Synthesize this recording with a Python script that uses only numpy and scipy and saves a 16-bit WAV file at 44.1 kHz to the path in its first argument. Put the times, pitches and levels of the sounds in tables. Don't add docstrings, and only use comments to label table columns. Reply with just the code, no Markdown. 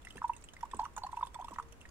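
import sys
import numpy as np
from scipy import signal
from scipy.fft import rfft, irfft
from scipy.io import wavfile
from scipy.ndimage import uniform_filter1d

SR = 44100
rng = np.random.default_rng(int(sys.argv[2]) if len(sys.argv) > 2 else 0)


def transcribe(signal):
    frames = np.atleast_2d(signal).T
    limited = np.clip(frames, -1, 1)
    pcm = np.round(limited * 32767).astype(np.int16)
    wavfile.write(sys.argv[1], SR, pcm)


N = 83790
T = np.arange(N) / SR
FREQS = np.maximum(np.fft.rfftfreq(N, 1 / SR), 1)
SPRAY_WIDTH = 0.67

# peak_s, level_db, lowest_pitch_hz, fade_ms
GULPS = [ (0.2456, -25, 916, 7.1), (0.299, -24.5, 927, 4.5), (0.6348, -29.5, 912, 4.5),
         (0.6582, -45.5, 1047, 1.6), (0.7386, -29.5, 997, 1.15), (0.7968, -23, 909, 0.95),
         (0.8048, -30, 836, 7.1), (.8180, -34.5, 911, 3.8), (0.8341, -33, 917, 7.1),
         (.8640, -34.5, 1043, 0.88), (.9780, -31.5, 921, 1.2), (0.984, -38, 841, 5.7),
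         (1.0218, -42.5, 968, 3.3), (1.0391, -30.5, 891, 0.61), (1.0478, -34, 793, 5.8),
         (1.0687, -35.5, 1004, 4.7), (1.0948, -42.5, 976, 2.5), (1.1333, -32.5, 930, 1.3),
         (1.1428, -38.5, 896, 2.2), (1.1747, -31.5, 928, 4.9), (1.1926, -39.5, 906, 5.5),
         (1.2131, -32.5, 1070, 0.5), (1.2314, -23.5, 965, 3.6), (1.2730, -45.5, 1022, 5.4),
         (1.3550, -43.5, 980, 5.8), (1.3616, -39.5, 906, 5.3), (1.3930, -36.5, 830, 1.1),
         (1.4011, -35.5, 770, 1.9), (1.4104, -41, 943, 6.3), (1.4265, -38, 983, 2.7),
         (1.4474, -39.5, 912, 5.7), (1.4860, -36.5, 1068, 0.67), (1.5212, -42.5, 1045, 2.9),
         (1.5311, -43.5, 946, 6)]
# peak_s, level_db, pitch_hz
POPS = [(0.2197, -29, 1046), (.229, -38.5, 1330), (0.8563, -34.5, 1199), (0.9674, -39.5, 1057),
        (1.5629, -41, 1075), (1.5874, -26.5, 1060), (1.5999, -29.5, 1120)]
# peak_s, ping_level_db, ping_pitch_hz, splash_level_db
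DROPLETS = [ (0.0499, -46, 2700, -52), (0.0714, -37.5, 2090, -63), (0.1072, -41.5, 3080, -56),
            (0.171, -46.5, 2769, -52), (.181, -40, 1776, -81), (.335, -45, 2720, -60),
            (0.3653, -48, 8500, -55), (.441, -46, 7250, -51.5), (0.488, -43.5, 3027, -60),
            (.536, -50, 6770, -54), (0.567, -42.5, 2033, -64), (0.609, -53, 1900, -55),
            (0.7136, -47.5, 1830, -53), (.769, -42, 7920, -62), (0.796, -45.5, 4450, -53.5),
            (0.852, -48.5, 1950, -52.5), (.965, -37.5, 6850, -51), (0.98, -40, 6800, -46),
            (1.036, -38, 4400, -57), (1.065, -49.5, 1800, -58), (1.17, -47.5, 2605, -63),
            (1.233, -43.5, 3500, -78), (1.27, -49.5, 3530, -55.5), (1.345, -48.5, 1863, -48),
            (1.445, -51, 3450, -55.5), (1.484, -49, 2786, -58.5), (1.56, -45.5, 1883, -62),
            (1.586, -43, 1776, -55), (1.724, -65, 3420, -54.5), (1.814, -47, 2764, -59),
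            (1.854, -43, 1895, -78)]
# peak_s, level_db
HEAVY_DROPS = [(.158, -45.5), (.745, -43.5), (1.510, -46.5)]


def gulps():
    swell_ms, pitch_drop, rise_per_s = 2.7, .09, 7.5
    out = 0
    for peak_s, db, hz, fade_ms in GULPS:
        t = T - peak_s
        early = np.clip(-t * 1000 / swell_ms, 0, 3)
        pitch = hz * (1 + pitch_drop * early ** 1.4 + rise_per_s * np.clip(t, 0, .03))
        out += from_db(db) * swell(t, swell_ms, fade_ms, shape=1.6) * tone(pitch)
    return out


def pops():
    fall_per_s, lowest_hz, highest_hz = 123.5, 980, 1750
    out = 0
    for peak_s, db, hz in POPS:
        t = T - peak_s
        pitch = np.clip(hz * (1 - fall_per_s * t), lowest_hz, highest_hz)
        out += from_db(db) * swell(t, swell_ms=1.3, fade_ms=1.36, shape=1) * tone(pitch)
    return out


def smacks():
    # frequency_hz, level_db
    colour = [(700, -12), (1400, 5), (3600, -15), (6000, -46)]
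    lead_s, softer_db = .002, 26
    power = 0
    for peak_s, db, *_ in GULPS + POPS:
        loudness = swell(T - peak_s + lead_s, swell_ms=1.5, fade_ms=3.5, shape=0.9)
        power += (from_db(db - softer_db) * loudness) ** 2
    return np.sqrt(power) * noise(colour, SPRAY_WIDTH)


def pings():
    out = 0
    for peak_s, db, hz, _ in DROPLETS:
        loudness = swell(T - peak_s, swell_ms=0.56, fade_ms=1.47, shape=0.63)
        out += from_db(db) * loudness * rough_tone(hz, roughness=.055)
    return out


def thuds():
    start_hz, end_hz, sag_s = 554.3, 198.6, 0.00353
    out = 0
    for peak_s, db in HEAVY_DROPS:
        t = T - peak_s
        pitch = end_hz + (start_hz - end_hz) * np.exp(-np.maximum(t, 0) / sag_s)
        loudness = swell(t, swell_ms=2.1, fade_ms=12.4, shape=0.85)
        out += from_db(db) * loudness * rough_tone(pitch, roughness=.6)
    return out


def splash(colour, size):
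    heights_db = 8 * rng.uniform(-1.7, 1.7, 48)
    humps_db = np.interp(np.linspace(0, 1, len(colour)) ** .5, np.linspace(0, 1, 48), heights_db)
    spray = stereo_noise(colour * from_db(humps_db), SPRAY_WIDTH, size)
    t = (np.arange(size) - size // 2) / SR
    return spray * swell(t, swell_ms=0.75, fade_ms=4.82, shape=1.3)


def spatter():
    # frequency_hz, level_db
    spray_colour = [(600, -4.5), (1000, 2.5), (1900, -1.5), (3200, -3), (4800, -7), (6800, -0.5),
                    (8300, -1.5), (10500, -11.5), (15000, -26)]
    size, specks_per_s = 2048, 50
    colour = np.interp(np.fft.rfftfreq(size, 1 / SR), FREQS, gains(spray_colour))
    splashes = [(peak_s, db) for peak_s, _, _, db in DROPLETS]
    splashes += [(peak_s, db - 10.5) for peak_s, db in HEAVY_DROPS]
    for when, chance in rng.random((int(specks_per_s * N / SR), 2)):
        speck_db = -69 + 4.5 * min(-np.log(chance), 2)
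        splashes.append((when * N / SR, speck_db))
    out = np.zeros((2, N + size))
    for peak_s, db in splashes:
        start = int(peak_s * SR)
        out[:, start:start + size] += from_db(db) * splash(colour, size)
    return out[:, size // 2:][:, :N]


def can_ring(liquid):
    # pitch_hz, level_db, ring_s (time to fade by 60 dB)
    notes = [(960, -9.5, 0.03), (1290, -4, 0.033), (1812, -9, 0.013), (2640, -1, .04), (3467, -0.5, 0.016)]
    out = 0
    for hz, db, ring_s in notes:
        decay = from_db(-60 / (ring_s * SR))
        feed = (1 - decay ** 2) / 2 * np.array([1, 0, -1])
        feedback = [1, -2 * decay * np.cos(2 * np.pi * hz / SR), decay ** 2]
        out += from_db(db) * signal.lfilter(feed, feedback, liquid)
    return out


def echoes(liquid):
    echo_db, tail_s = -13.5, 0.2
    tail = rng.standard_normal((2, N)) * from_db(-60 * T / tail_s)
    tail /= np.sqrt(np.sum(tail ** 2, axis=1, keepdims=True))
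    return from_db(echo_db) * signal.fftconvolve(liquid, tail, axes=1)[:, :N]


def outdoor_rumble():
    # frequency_hz, level_db
    colour = [(25, -1.5), (55, 2.5), (130, -11.5), (250, -12.5), (450, -17), (650, -20.5), (1100, -20.5),
              (2000, -27), (4500, -39), (7500, -38), (15000, -47.5)]
    # frequency_hz, width_db
    width = [(30, -4.5), (120, -7.5), (3000, 1)]
    return from_db(-55.5) * noise(colour, gains(width))


def far_hum():
    peak_s, level_db, pitch_hz = 1.667, -64.5, 462
    loudness = swell(T - peak_s, swell_ms=90, fade_ms=90, shape=2.5)
    return from_db(level_db) * loudness * tone(np.full(N, pitch_hz))


def from_db(db):
    return 10 ** (np.asarray(db) / 20)


def gains(points):
    hz, db = np.transpose(points)
    return from_db(np.interp(np.log(FREQS), np.log(hz), db))


def stereo_noise(colour, width, size):
    middle, side = rfft(rng.standard_normal((2, size))) * colour
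    x = irfft(np.array([middle + width * side, middle - width * side]), size)
    return x / x.std()


def noise(points, width):
    return stereo_noise(gains(points), width, N)


def swell(t, swell_ms, fade_ms, shape):
    ms = t * 1000
    halvings = np.where(ms < 0, (ms / swell_ms) ** 2, np.abs(ms / fade_ms) ** shape)
    return .5 ** np.minimum(halvings, 40)


def tone(hz):
    return np.sin(2 * np.pi * (np.cumsum(hz) / SR + rng.random()))


def rough_tone(hz, roughness):
    tremble = uniform_filter1d(rng.standard_normal(N), size=24)
    return tone(hz * (1 + roughness * tremble / tremble.std()))


def place(x, right_db):
    delay_s = np.array([[.095e-3], [0]])
    stereo = irfft(rfft(x) * np.exp(-2j * np.pi * FREQS * delay_s), N)
    return stereo * from_db([[-right_db / 2], [right_db / 2]])


def scene():
    background = outdoor_rumble() + far_hum()
    liquid = place(gulps() + pops() + thuds(), right_db=3)
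    liquid += place(pings() + smacks(), right_db=3.5)
    liquid += place(spatter(), right_db=11)
    return liquid + can_ring(liquid) + echoes(liquid) + background


def record(dry):
    cutoff_hz = 15800
    return irfft(rfft(dry) / np.sqrt(1 + (FREQS / cutoff_hz) ** 240), N)


dry = scene()
out = record(dry)
transcribe(out)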